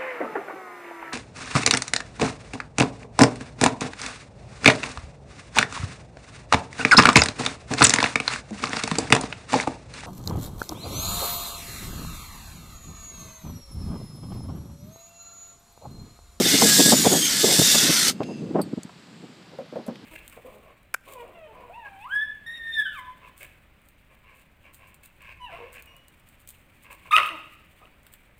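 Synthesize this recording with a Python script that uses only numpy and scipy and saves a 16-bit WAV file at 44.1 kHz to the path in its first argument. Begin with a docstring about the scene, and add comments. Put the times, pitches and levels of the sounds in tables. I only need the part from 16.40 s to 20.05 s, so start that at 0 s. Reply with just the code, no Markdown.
"""Cordless drill in timber

A drill drives a long bit through a plank into a beam, is drawn back out and brakes: grain noise for rasp,
chatter and gears, shaft harmonics for the motor, gliding resonances for squeals and the faint free bit.
Shaped noise makes the wind buffets and open air; struck modes and decaying noise bursts make
a few metal clinks, light ticks and dull knocks on the boards."""
import sys
import numpy as np
from scipy import signal
from scipy.fft import rfft, irfft, next_fast_len
from scipy.io import wavfile
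from scipy.ndimage import uniform_filter1d

SR = 44100
rng = np.random.default_rng(int(sys.argv[2]) if len(sys.argv) > 2 else 0)


def dump(signal):
    """Clip the signal to [-1, 1] and save it as 16-bit WAV at the path in sys.argv[1]."""
    limited = np.clip(np.atleast_2d(signal).T, -1, 1)
    pcm = np.round(limited * 32767).astype(np.int16)
    wavfile.write(sys.argv[1], SR, pcm)


N = 160965
T, HZ = np.arange(N) / SR, np.fft.rfftfreq(N, 1 / SR)


def amp(db):
    """Decibels to gain."""
    return 10 ** (np.asarray(db) / 20)


def unit(x):
    """Scales to rms 1."""
    return x / np.sqrt(np.mean(x ** 2) + 1e-20)


def curve(points):
    """Joins (time_s, value) points linearly over the whole scene."""
    return np.interp(T, *np.transpose(points))


def colour(x, points):
    """Filters x by (hz, gain_db) points on a log-frequency axis, to rms 1."""
    hz, db = np.transpose(points)
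    gain = amp(np.interp(np.log(HZ + 1), np.log(hz), db))
    bass_loss = 1 + (40 / (HZ + 1)) ** 4
    return unit(irfft(rfft(x) * gain / bass_loss, N))


def noise(shape, size=N):
    """Gaussian noise with the magnitude shape(hz), at rms 1."""
    hz = np.fft.rfftfreq(size, 1 / SR) + 1  # +1 avoids division by zero
    return unit(irfft(rfft(rng.standard_normal(size)) * shape(hz), size))


def drift(rate_hz, size=N):
    """Slow random wavering, low-passed around rate_hz."""
    padded = next_fast_len(size + 8192)
    return noise(lambda f: 1 / (1 + (f / rate_hz) ** 2), size=padded)[:size]


def add(mix, start_s, sound):
    """Mixes a sound in at a time, trimming what falls outside."""
    at = round(start_s * SR)
    sound = sound[max(-at, 0):]
    part = mix[max(at, 0):][:len(sound)]
    part += sound[:len(part)]


def low_cut(x):
    """Second-order high-pass: the small microphone loses the deep bass."""
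    return signal.sosfilt(signal.butter(2, 95, "high", fs=SR, output="sos"), x)


def air():
    """Quiet outdoor background noise with a thin, faint band of hiss around 7.5 kHz."""
    # open-air spectrum: hz, density_db
    air_spectrum = [(45, -7), (170, 18.5), (450, 6.5), (4800, -1), (6300, -12), (15000, -27.5)]
    # high hiss band: time_s, level_db
    hiss_level = [(2.3, -67), (2.9, -66.5), (3.25, -76)]
    air_db, hiss_hz, hiss_width_hz = -50.5, 7550, 1900
    hiss = noise(lambda f: 1 / (1 + (2 * (f - hiss_hz) / hiss_width_hz) ** 4))
    return amp(air_db) * colour(rng.standard_normal(N), air_spectrum) + amp(curve(hiss_level)) * hiss


def eddy(corner_hz):
    """Wind turbulence spectrum: steep slopes below 155 Hz and above corner_hz."""
    low_hz, rise_order, fall_order = 155.2, 4.24, 3.23

    def shape(f):
        low_side = 1 + (low_hz / f) ** (2 * rise_order)
        high_side = 1 + (f / corner_hz) ** (2 * fall_order)
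        return 1 / np.sqrt(low_side * high_side)
    return shape


def wind():
    """Eddies thump the microphone as short noise swells over a low steady flutter."""
    # steady wind: time_s, mean_level_db
    breeze_level = [(0, -33), (.68, -23.5), (.92, -38.5), (1.2, -32.5), (1.8, -37), (2.2, -30), (2.5, -65),
                    (2.78, -49.5), (3.2, -62), (3.65, -47)]
    # buffets: middle_s, swell_scale_s, level_db, corner_hz
    gusts = [(0.01, 0.0043, -15, 490), (0.065, 0.0074, -22.5, 460), (0.145, 0.0086, -17, 373),
             (0.224, 0.0041, -15, 960), (0.244, 0.014, -17, 475), (0.402, 0.0075, -11.5, 504),
             (0.463, 0.0028, -14.5, 398), (0.489, 0.0075, -19.5, 410), (0.532, 0.0056, -10.5, 765),
             (0.658, 0.0067, -16.5, 740), (0.672, 0.0039, -10.5, 590), (0.737, 0.019, -18.5, 580),
             (1.046, 0.0044, -12.5, 556), (1.103, 0.029, -23.5, 530), (1.195, 0.0035, -11, 385),
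             (1.218, 0.0024, -15.5, 430), (1.354, 0.0066, -22.5, 900), (1.449, 0.021, -24.5, 360),
             (1.498, 0.0063, -17.5, 377), (1.8053, 0.0012, -18.5, 810), (1.8168, 0.0066, -25, 646),
             (1.9, 0.014, -32, 480), (2.163, 0.0068, -17, 575), (2.195, 0.0084, -18.5, 640),
             (2.112, 0.0037, -28.5, 473), (2.336, 0.0028, -20, 290), (2.381, 0.0038, -24, 241),
             (2.452, 0.0027, -33, 229), (2.841, 0.0077, -39.5, 453), (3.141, 0.011, -43.5, 553)]
    breeze_hz, flutter_db, flutter_hz = 272, 2, 11.0
    out = amp(curve(breeze_level) + flutter_db * drift(flutter_hz)) * noise(eddy(breeze_hz))
    t = (np.arange(16384) - 8192) / SR
    for middle_s, scale_s, db, corner_hz in gusts:
        swell = 1 / np.cosh(np.minimum(abs(t / scale_s), 10))
        puff = low_cut(swell * noise(eddy(corner_hz), size=len(t)))
        level = amp(db) * np.linalg.norm(swell) / np.linalg.norm(puff)  # same energy as the swell
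        add(out, middle_s + t[0], level * puff)
    return out


def ring(modes, width_hz, t):
    """Broad, beating (hz, level_db) modes of a struck object, before decay, at rms 1."""
    def shape(f):
        return sum(amp(db) / (1 + (2 * (f - hz) / width_hz) ** 2) for hz, db in modes)
    return noise(shape, size=len(t))


def click(peak_hz, octaves, t60_s, t):
    """Impact noise around one frequency, decaying exponentially."""
    burst = noise(lambda f: 1 / (1 + abs(np.log2(f / peak_hz) / octaves) ** 3), size=len(t))
    return amp(-60 * t / t60_s) * burst


def handling():
    """Impacts excite board and chuck modes plus noise; clinks leave a faint tail from the yard."""
    # dull knocks on the boards: start_s, level_db, bass_mode_gain_db
    knocks = [(3.187, -30, -5), (3.325, -34, 6.5), (3.357, -24.5, -9), (3.384, -32, 12),
              (3.464, -36.5, -21), (3.481, -25, 8)]
    # board modes: hz, relative_level_db (bass gain is added below 450 Hz)
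    board_modes = [(243, 9.5), (387, -3.5), (515, 11.5), (603, 5.5), (748, -0.5)]
    # clinks of chuck and bit: start_s, click_level_db, click_t60_s, click_peak_hz, ring_level_db
    clinks = [(1.6809, -8, 0.017, 5330, -17), (2.2151, -43, 0.044, 10040, -29),
              (2.4329, -27, 0.0085, 7200, -47)]
    # chuck modes: hz, relative_level_db
    chuck_modes = [(4452, 5), (8312, 1.5), (10800, -5), (13190, -6.5)]
    # light ticks: start_s, level_db, peak_hz
    ticks = [(1.833, -36, 2610), (2.494, -41.5, 940), (3.185, -61, 8000), (3.465, -49, 9000),
             (3.477, -50, 8300), (3.556, -43.5, 2600)]
    board_t60_s, board_width_hz, board_attack_s = 0.15, 69, 0.0016
    thud_db, thud_hz = -14, 713  # level relative to the knock
    chuck_t60_s, chuck_width_hz, clink_octaves = 0.05, 240, 0.26
    yard_db, yard_t60_s = -30, 0.29  # level relative to the ring
    tick_t60_s, dull_octaves = 0.038, 0.79

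    out, t = np.zeros(N), np.arange(16384) / SR
    for start_s, db, bass_db in knocks:
        modes = [(hz, level + bass_db * (hz < 450)) for hz, level in board_modes]
        envelope = amp(db - 60 * t / board_t60_s) * np.minimum(t / board_attack_s, 1)
        add(out, start_s, envelope * ring(modes, board_width_hz, t))
        add(out, start_s, amp(db + thud_db) * click(thud_hz, dull_octaves, board_t60_s, t))
    for start_s, db, t60_s, hz, ring_db in clinks:
        fade = amp(-60 * t / chuck_t60_s) + amp(yard_db - 60 * t / yard_t60_s)
        add(out, start_s, amp(db) * click(hz, clink_octaves, t60_s, t))
        add(out, start_s, amp(ring_db) * fade * ring(chuck_modes, chuck_width_hz, t))
    for start_s, db, hz in ticks:
        add(out, start_s, amp(db) * click(hz, dull_octaves, tick_t60_s, t))
    return low_cut(out)


def whistle(hz, width_hz):
    """A rubbed resonance that follows a pitch curve, at rms 1."""
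    pure_below_hz = 39  # narrower resonances lock into a tone
    waver = drift(width_hz, size=len(hz)) + 1j * drift(width_hz, size=len(hz))
    rub = pure_below_hz / width_hz + waver
    return unit((rub * np.exp(2j * np.pi * np.cumsum(hz) / SR)).real)


def free_bit():
    """The long bit hums faintly out of the wood, swelling, fading and sagging in pitch."""
    # bit resonances: pitch_hz, level_db
    bit_modes = [(2720, -53), (4980, -58), (6420, -60), (7550, -68), (9950, -71)]
    middle_s, half_s, width_ratio, sag_per_s = 1.9, .11, .028, .17
    sag = np.exp(-sag_per_s * np.maximum(T - middle_s, 0))
    hum = sum(amp(db) * whistle(hz * sag, width_ratio * hz) for hz, db in bit_modes)
    return hum / (1 + ((T - middle_s) / half_s) ** 2)


def squeals():
    """Gliding resonances, excited unevenly as the bit rubs the wall of the hole."""
    # squeals and whistles: start_s, length_s, first_hz, last_hz, level_db, width_hz
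    squeal_table = [(0, .22, 2160, 2130, -35, 35), (.03, .17, 3670, 3480, -29, 22),
                    (.22, .32, 1668, 1660, -31, 30), (.22, .31, 7380, 7290, -30, 40),
                    (.2, .34, 7650, 7560, -27, 170), (.97, .19, 7400, 7570, -31, 40),
                    (1.18, .23, 7330, 6850, -27, 160), (1.22, .2, 3850, 3380, -27, 130),
                    (1.56, .15, 4290, 4210, -31, 20), (1.5, .22, 1500, 1300, -36, 90),
                    (.5, .4, 7200, 6350, -27, 60), (.64, .27, 3450, 3080, -31, 130),
                    (.93, .45, 1700, 1720, -40, 22), (1.24, .3, 2820, 2560, -35, 130),
                    (1.2, .51, 5600, 6000, -29, 260), (1.5, .21, 8750, 8400, -31, 330)]
    fade_s, wobble_ratio, wobble_hz = 0.021, 0.00176, 22.0
    out = np.zeros(N)
    for start_s, length_s, first_hz, last_hz, db, width_hz in squeal_table:
        t = np.arange(0, length_s, 1 / SR)
        glide_hz = first_hz + (last_hz - first_hz) * t / length_s
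        hz = glide_hz * (1 + wobble_ratio * drift(wobble_hz, size=len(t)))
        fade = np.clip(np.minimum(t, length_s - t) / fade_s, 0, 1)
        add(out, start_s, amp(db) * fade * whistle(hz, width_hz))
    return out


def grains():
    """Dense tiny impacts whose colour shifts in time-frequency patches."""
    grains_per_s, patchy_db = 9000, 2.5
    clicks = rng.standard_normal(N) * (rng.random(N) < grains_per_s / SR)
    z = signal.stft(clicks, nperseg=1024, noverlap=768)[2]
    patches = uniform_filter1d(rng.standard_normal(z.shape), size=4, axis=0)  # across frequency
    patches = unit(uniform_filter1d(patches, size=12, axis=1))  # across time
    return signal.istft(z * amp(patchy_db * patches), nperseg=1024, noverlap=768)[1][:N]


def motor(count=40):
    """Wavering multiples of the shaft speed, from the commutator and gear teeth."""
    # shaft speed, first sagging as the bit goes deeper: time_s, turns_per_s
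    speed = [(0, 252.3), (.88, 209), (1.08, 268.2), (1.65, 302.2)]
    turns = np.cumsum(curve(speed) * (1 + 0.0034 * drift(39))) / SR
    strength = rng.standard_normal((count, 48))
    knots_s = np.linspace(0, T[-1], 48)
    out = np.zeros(N)
    for k in range(5, count):
        phase = 2 * np.pi * (k * turns + rng.random())
        out += np.interp(T, knots_s, strength[k]) * np.sin(phase)
    return out


def drill():
    """Rasp of the cutting edges, chatter of the bit and rattle of the gears, cut off by the brake."""
    # levels before the trims below: time_s, rasp_db, chatter_db, gears_db
    effort = [(0, -29.5, -29, -30.5), (0.1, -21, -23, -25), (0.2, -20.5, -20, -27), (0.23, -18, -19.5, -26),
              (0.52, -15.5, -15.5, -28.5), (0.545, -20.5, -23, -29.5), (0.76, -21.5, -29.5, -31.5),
              (0.95, -26, -23.5, -31.5), (1.02, -20.5, -19.5, -29.5), (1.34, -17.5, -17, -27.5),
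              (1.48, -25.5, -21.5, -25.5), (1.68, -37, -34.5, -26.5)]
    # spectra: hz, density_db
    rasp_spectrum = [(1500, -47), (4200, -5), (5900, -4), (7400, -1), (8500, -1), (9700, -7),
                     (14300, -10.5), (15500, -19.5)]
    chatter_spectrum = [(2400, -31), (3200, -14), (3550, 1), (3950, -9), (5000, -2.5), (6600, -13),
                        (10000, -34.5)]
    gear_spectrum = [(1150, -8), (1400, -3), (2100, 1), (2400, -3), (3000, 1), (6200, 1.5), (15000, -12)]
    rasp_trim_db, chatter_trim_db, rattle_trim_db, motor_trim_db = -2.5, -4.5, 5, -5
    flutter_db, flutter_hz, stop_s, brake_db_per_s = 0.6, 30, 1.697, 778

    time_s, *levels = np.transpose(effort)
    rasp_db, chatter_db, gears_db = (np.interp(T, time_s, level) for level in levels)
    rasp = amp(rasp_db + rasp_trim_db) * colour(grains(), rasp_spectrum)
    chatter = amp(chatter_db + chatter_trim_db) * colour(grains(), chatter_spectrum)
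    rattle = amp(gears_db + rattle_trim_db) * colour(grains(), gear_spectrum)
    whine = amp(gears_db + motor_trim_db) * colour(motor(), gear_spectrum)
    brake_db = brake_db_per_s * np.maximum(T - stop_s, 0)
    return (rasp + chatter + rattle + whine) * amp(flutter_db * drift(flutter_hz) - brake_db)


def scene():
    """Everything reaches one microphone in the open air; both channels are equal."""
    mono = air() + wind() + handling() + free_bit() + squeals() + drill()
    return np.array([mono, mono])


def record(dry):
    """Clips peaks at full scale, then low-passes at the band limit."""
    edge_hz = 15400
    band_limit = signal.firwin(511, edge_hz, window=("kaiser", 9), fs=SR)
    return signal.oaconvolve(np.clip(dry, -1, 1), band_limit[None], "same")


dry = scene()
out = record(dry)
dump(out)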